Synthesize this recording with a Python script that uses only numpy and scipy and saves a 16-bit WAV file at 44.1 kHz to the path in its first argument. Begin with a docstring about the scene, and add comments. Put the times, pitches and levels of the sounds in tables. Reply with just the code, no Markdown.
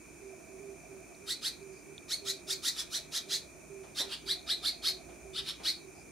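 """First comes a low room rumble with a thin hiss, then soft far hoots and a faint croaking chorus.
A claw ticks on a bar, and a caged bulbul starts to chatter in the small room at night. Each short, harsh
note is one push of air: a rasp that catches into a rising tone, shaped by the throat and beak.
The bird hops about, ticking and bumping the cage, and a few faint chirps come from farther away."""
import sys
import numpy as np
from scipy import signal
from scipy.fft import rfft, irfft, next_fast_len
from scipy.io import wavfile
from scipy.ndimage import map_coordinates

SR = 44100
rng = np.random.default_rng(int(sys.argv[2]) if len(sys.argv) > 2 else 0)


def transcribe(signal):
    """Save signal, clipped to [-1, 1], as a 16-bit WAV file at the path in sys.argv[1]."""
    frames = np.atleast_2d(signal).T
    limited = np.clip(frames, -1, 1)
    pcm = np.round(limited * 32767).astype(np.int16)
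    wavfile.write(sys.argv[1], SR, pcm)


N = 269451

# The tone colour of the rumble and of the hiss. Each row: frequency in Hz, relative level in dB.
RUMBLE_COLOUR = [(20, -40), (55, -6), (105, -6), (150, -4.5), (270, -3.5), (370, -2), (480, -10),
                 (650, -12), (900, -15.5), (1500, -18.5), (2000, -27), (3000, -33)]
HISS_COLOUR = [(1500, -12.5), (2130, -7.5), (2370, 9.5), (2580, 0), (2800, -19.5), (4000, -16), (5200, -13),
               (6100, -2), (7200, -4), (7900, -13.5), (8800, -2.5), (11000, -14), (15500, -26)]
# How the deepest hum swells. Each row: time in seconds, level in dB.
HUM_LEVELS = [(0, -71), (2, -71.5), (4, -68.5), (5.2, -63), (6.1, -69.5)]
# The far hoots. Each row: start in seconds, pitch in Hz, level in dB.
HOOTS = [(.21, 387, -50), (.49, 380.6, -53), (0.593, 395, -49.5), (.885, 386, -53), (1.211, 396.4, -56),
         (1.605, 386, -51), (1.86, 396, -55.5), (2.21, 391, -50.5), (2.465, 385, -52.5),
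         (3.261, 390.4, -55), (3.694, 390, -50), (4.01, 393, -54.5), (4.23, 388.3, -53.5),
         (4.871, 375.5, -55), (5.24, 383, -52), (5.362, 392.4, -54.5), (5.83, 384.4, -58.5)]
# Spells of croaking. Each row: start and end in seconds, level in dB, pitch in Hz.
CROAK_SPELLS = [(0.276, 1.158, -61.5, 669), (2.07, 2.55, -63, 632), (2.85, 3.9, -64, 640),
                (4.327, 5.338, -60.5, 680)]
# Claws on the bars. Each row: start in seconds, relative level in dB, pitch in Hz.
CLAW_TICKS = [(1.1494, -46, 4320), (1.6294, -49, 4600), (1.98, -31, 3580)]
# The bird shifts on its perch. Each row: start in seconds, relative level in dB.
PERCH_BUMPS = [(3.83, -55.5), (3.995, -46.5), (5.085, -56), (5.595, -51.5)]
# The tone colour of a bump. Each row: frequency in Hz, relative level in dB.
BUMP_COLOUR = [(20, -54), (230, -3), (600, -1), (1100, -9.5), (1600, -13), (5000, -22), (15000, -47)]
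# The bird's notes. Each row: time of the peak in seconds, level in dB, top pitch in Hz,
# fade time in seconds, roughness from 0 to 1.
BIRD_NOTES = [ (1.318, -32.5, 2115, 0.019, 0.19), (1.471, -31.5, 2072, 0.017, 0.33),
              (2.138, -31, 2265, 0.013, 0.06), (2.301, -31.5, 2177, 0.014, 0.29),
              (2.526, -31, 2216, 0.011, 0.28), (2.677, -29, 2135, 0.023, 0.34),
              (2.802, -35, 1844, 0.023, 0.7), (2.959, -33, 1975, 0.025, 0.57),
              (3.169, -32, 2020, 0.02, 0.51), (3.340, -30.5, 2093, 0.032, .45),
              (4.005, -30.5, 1940, 0.02, 0.42), (4.137, -37, 1713, .014, 0.83),
              (4.313, -30, 2042, 0.028, 0.21), (4.521, -28.5, 2045, .018, 0.12),
              (4.677, -28.5, 2184, 0.021, 0.24), (4.878, -28, 2172, 0.03, 0.44),
              (5.388, -33.5, 1748, 0.014, 0.5), (5.500, -35.5, 1826, 0.015, .82),
              (5.685, -28.5, 2173, 0.026, 0.28)]
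# How the throat boosts or cuts the tone. Each row: frequency in Hz, gain in dB.
THROAT_GAIN = [(1000, 2.5), (1500, -11.5), (2100, -18), (2600, -10.5), (3300, 1.5), (4300, 2.5),
               (5000, 0.5), (6000, -14.5), (6900, -16), (7700, -10.5), (8500, -14), (11000, -13),
               (15500, -41)]
# Rushing air in a 2000 Hz note. Each row: frequency in Hz, relative level in dB.
RASP_COLOUR = [(300, -32), (1100, -16), (1700, -10.5), (2750, -19), (3450, -3), (4400, 2.5), (5100, -4),
               (6000, -4.5), (7500, -14), (11000, -11.5), (15500, -25)]
# The beak is wide mid-song, then narrow. Each row: time in seconds, treble boost in dB before weighting.
BEAK_OPENING = [(1.32, 2.2), (2.14, 4.5), (2.68, 5), (3.34, 4), (4.0, 1.5), (4.14, -3), (4.52, -3.5),
                (4.68, -2.8), (5.69, -2.7)]
# Where that boost acts most. Each row: frequency in Hz, weight that multiplies the boost.
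BEAK_WEIGHTS = [(1500, 0.73), (2800, 0.22), (4400, 0.16), (5300, 0.85), (6400, 1.9), (9000, 0.89),
                (13000, 1.16)]
# Faint far calls. Each row: start in seconds, length in seconds, pitch in Hz, level in dB.
FAR_CHIRPS = [(1.698, 0.15, 4800, -68), (5.937, 0.11, 5000, -64.5), (5.946, 0.057, 775, -58)]
# How long the room rings. Each row: frequency in Hz, seconds to fade by 60 dB (called t60).
ROOM_RING = [(300, 0.31), (4000, 0.24), (12000, 0.2)]
# How alike left and right are. Each row: frequency in Hz, likeness (1 means the same).
STEREO_LIKENESS = [(60, 0.92), (500, 0.31), (2000, 0.64), (4500, 0.7), (7000, 0.13), (12000, 0.077)]
# Noise with no colour. Each row: frequency in Hz, relative level in dB.
WHITE = [(100, 0), (16000, 0)]
# The tone colour of a croak at the usual pitch. Each row: frequency in Hz, relative level in dB.
CROAK_COLOUR = [(350, -120), (500, -7.5), (600, 3.5), (670, 11.5), (770, -2.5), (900, -22), (1500, -120)]
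USUAL_CROAK_HZ = 668


def amp(db):
    """Turn decibels into a number to multiply by."""
    return 10 ** (np.asarray(db) / 20)


def unit(x):
    """Scale x so that its average strength (rms) is 1."""
    return x / np.sqrt(np.mean(x ** 2) + 1e-20)


def along(table, hz):
    """Read a table between its rows, on a log frequency scale."""
    freqs, values = np.transpose(table)
    return np.interp(np.log(hz + 1), np.log(freqs + 1), values)


def wobble(rate, size):
    """A smooth curve through `rate` random values a second."""
    return map_coordinates(rng.standard_normal(size + 4), [np.arange(size) * rate / SR], order=3)


def filtered(x, gain_at):
    """Multiply each frequency in x by gain_at(hz)."""
    size = x.shape[-1]
    padded = next_fast_len(size + 4096)
    return irfft(rfft(x, padded) * gain_at(np.fft.rfftfreq(padded, 1 / SR)), padded)[..., :size]


def noise(colour, size):
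    """Stereo noise with a given tone colour, partly alike on the left and right."""
    def gains(hz):
        spread = np.arccos(np.clip(along(STEREO_LIKENESS, hz), -1, 1)) / 2
        return amp(along(colour, hz)) * [np.cos(spread), np.sin(spread)]
    mid, side = filtered(rng.standard_normal((2, size)), gains)
    return unit(np.array([mid + side, mid - side]))


def drone(hz, width_hz):
    """A narrow, wavering band of noise around one pitch."""
    return noise([(hz / 2, -120), (hz - width_hz, -25), (hz, 0), (hz + width_hz, -25), (hz * 2, -120)], N)


def pan(right_db):
    """Left and right gains that make the right side louder by right_db."""
    return amp(np.array([[-.5], [.5]]) * right_db)


def add(track, start_s, x):
    """Mix x into the track from start_s on."""
    i = max(round(start_s * SR), 0)
    track[:, i:i + x.shape[-1]] += x[..., :max(N - i, 0)]


def room_tone():
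    """A low rumble, a dull murmur, a wavering hum and a thin, steady hiss."""
    rumble = amp(-57.5) * noise(RUMBLE_COLOUR, N) * amp(0.19 * wobble(5.56, N))
    murmur = amp(-60) * drone(358, width_hz=194) * amp(1.1 * wobble(11, N))
    hum_db = np.interp(np.arange(N) / SR, *np.transpose(HUM_LEVELS))
    hum = amp(hum_db) * drone(57, width_hz=22) + amp(-68) * drone(152.8, width_hz=14.5)
    hiss = amp(-57) * noise(HISS_COLOUR, N)
    return (rumble + murmur + hum) * pan(right_db=4.5) + hiss * pan(right_db=0.5)


def hoots(droop=0.056, waver_db=1.0, attack_s=0.015, release_s=0.059):
    """Nearly pure far hoots that swell, sink a little in pitch and fade."""
    out, t = np.zeros((2, N)), np.arange(SR // 3) / SR
    for start, hz, db in HOOTS:
        length = .15 * 2 ** ((db + 50.5) / 8.5)  # 8.5 dB louder lasts twice as long
        pitch = hz * (1 + droop * (np.exp(-2 * t / length) - .4))
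        tone = np.sqrt(2) * np.sin(2 * np.pi * np.cumsum(pitch) / SR)
        swell = np.clip(t / attack_s, 0, 1) * np.clip((length - t) / release_s + .5, 0, 1)
        add(out, start, amp(db + waver_db * wobble(58, len(t))) * swell * tone)
    return out * pan(right_db=9)


def croaking(hz, croaks_per_s=11, throb_db=3.5, uneven=0.193):
    """Croaks: a narrow band of noise that throbs at a loose rate."""
    rate = croaks_per_s * (1 + uneven * wobble(8, N))
    throb = np.sin(2 * np.pi * np.cumsum(rate) / SR)
    band = noise([(f * hz / USUAL_CROAK_HZ, db) for f, db in CROAK_COLOUR], N)
    return unit(band * amp(throb_db * throb))


def chorus(fade_s=0.058, lull_db=-70.5):
    """Far croakers call in spells that swell and ebb; a few carry on in between."""
    t = np.arange(N) / SR
    out = amp(lull_db) * croaking(USUAL_CROAK_HZ)
    for start, end, db, hz in CROAK_SPELLS:
        swell = np.clip(np.minimum(t - start, end - t) / fade_s + .5, 0, 1)
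        out += amp(db) * swell * croaking(hz)
    return out * pan(right_db=3)


def cage(bump_t60=0.42, bump_rise_s=0.0058, tick_t60=0.0055, tick_rise_s=0.00046):
    """The bird shifts with dull, rustling bumps, and its claws make the bars ring briefly."""
    out, t = np.zeros((2, N)), np.arange(SR // 3) / SR
    for start, db in PERCH_BUMPS:
        swell = amp(db + 4.5 - 60 * t / bump_t60) * (1 - np.exp(-t / bump_rise_s))
        add(out, start, swell * noise(BUMP_COLOUR, len(t)))
    for start, db, hz in CLAW_TICKS:
        swell = amp(db + 5 - 60 * t / tick_t60) * (1 - np.exp(-t / tick_rise_s))
        ring = swell * np.sin(2 * np.pi * hz * t)
        add(out, start, in_room(ring, tail_db=-20, near_db=-1, near_t60=0.0099))
    return out


def room_tail(size):
    """The room's lingering echo: each frequency dies away at its own speed."""
    hz, t, spectrum = signal.stft(noise(WHITE, size), SR, nperseg=256)
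    fade = amp(-60 * t / along(ROOM_RING, hz)[:, None])
    _, tail = signal.istft(spectrum * fade, SR, nperseg=256)
    return unit(tail[:, :size])


def in_room(x, tail_db, near_db, near_t60):
    """Add quick echoes off the cage and near walls, and the room's tail, new for each sound."""
    size = SR // 3
    tail = room_tail(size)
    near = unit(noise(WHITE, size) * amp(-60 * np.arange(size) / SR / near_t60))
    echoes = (amp(tail_db) * tail + amp(near_db) * near) / np.sqrt(size)
    echoes[:, 0] += 1  # the sound that arrives directly
    heard = signal.fftconvolve(x[None], echoes, axes=1)
    return heard * np.linalg.norm(x) / np.linalg.norm(heard.mean(axis=0))  # same energy, spread in time


def throat_air(hz, size):
    """Air rushing through a throat that is tuned to a note of this pitch."""
    return noise([(f * (hz / 2000) ** 1.41, db) for f, db in RASP_COLOUR], size)[0]


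def note(top_hz, fall_s, rough, beak_db, rise_s=.03, low_hz=1186.4, slack_hz=1870, flutter_db=2):
    """One push of air: a rasp catches into a tone that sweeps up, then holds and rattles."""
    size = SR // 5
    t = (np.arange(size) - size / 2) / SR  # zero at the note's peak
    step = lambda at_s, width_s: .5 + .5 * np.tanh((t - at_s) / width_s)  # glides from 0 to 1
    tension = step(-.7 * rise_s, .48 * rise_s)
    pitch = low_hz + (top_hz - low_hz) * tension
    jitter = 0.1253 * np.sqrt(rough) * (0.15 + 0.94 * tension ** 4) * wobble(800, size)
    phase = 2 * np.pi * np.cumsum(pitch * (1 + jitter)) / SR
    harmonics = np.arange(1, 8)[:, None]
    strengths = amp(along(THROAT_GAIN, harmonics * pitch * (1 + jitter)))  # favours the second harmonic
    tone = np.sqrt(2) * np.sum(strengths * np.sin(harmonics * phase), axis=0)
    slack_air = np.sqrt(1 - tension) * throat_air(min(slack_hz, top_hz), size)
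    tight_air = np.sqrt(tension) * throat_air(top_hz, size)
    rasp = unit((slack_air + tight_air) * (1 + .5 * np.cos(phase)))  # one puff each cycle
    # air flows before the bird's membranes start to vibrate
    tone_share = (1 - rough ** (1.7 - 0.72 * tension)) * step(-.88 * rise_s, 0.012)
    voice = np.sqrt(tone_share) * tone + np.sqrt(1 - tone_share) * amp(-2) * rasp
    voice *= unit(amp(flutter_db * tension * wobble(604.8, size)))
    # the airway opens suddenly, then the pressure swells and drops
    pressure = np.exp(-np.where(t < 0, (t / (1.307 * rise_s)) ** 2, np.abs(t / fall_s) ** 2.34))
    swell = step(-1.89 * rise_s, 0.0056) * pressure
    sound = filtered(voice * swell, lambda hz: amp(beak_db * along(BEAK_WEIGHTS, hz)))
    return sound * np.linalg.norm(swell) / np.linalg.norm(sound)


def bulbul():
    """Every note passes the beak and rings through the room; the treble leans to the right."""
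    out = np.zeros((2, N))
    for peak_s, db, top_hz, fall_s, rough in BIRD_NOTES:
        beak_db = np.interp(peak_s, *np.transpose(BEAK_OPENING))
        call = note(top_hz, fall_s, rough, beak_db)
        heard = in_room(call, tail_db=-2.5, near_db=-2.5, near_t60=0.078)
        add(out, peak_s - len(call) / SR / 2, amp(db) * heard)
    return filtered(out, lambda hz: pan(right_db=along([(1500, -.3), (4000, 0.5), (9000, 1.9)], hz)))


def far_chirps():
    """Thin, faint calls from farther away, each a short swell of narrow noise."""
    out, t = np.zeros((2, N)), np.arange(SR // 5) / SR
    for start, length, hz, db in FAR_CHIRPS:
        swell = np.sin(np.pi * np.clip(t / length, 0, 1))
        add(out, start, amp(db) * swell * drone(hz, width_hz=hz / 4)[:, :len(t)])
    return out


def scene():
    """The bird in its cage, with the night behind it."""
    return bulbul() + cage() + hoots() + chorus() + far_chirps() + room_tone()


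def record(dry, top_hz=15650):
    """Cut away the very highest treble."""
    return filtered(dry, lambda hz: hz < top_hz)


dry = scene()
out = record(dry)
transcribe(out)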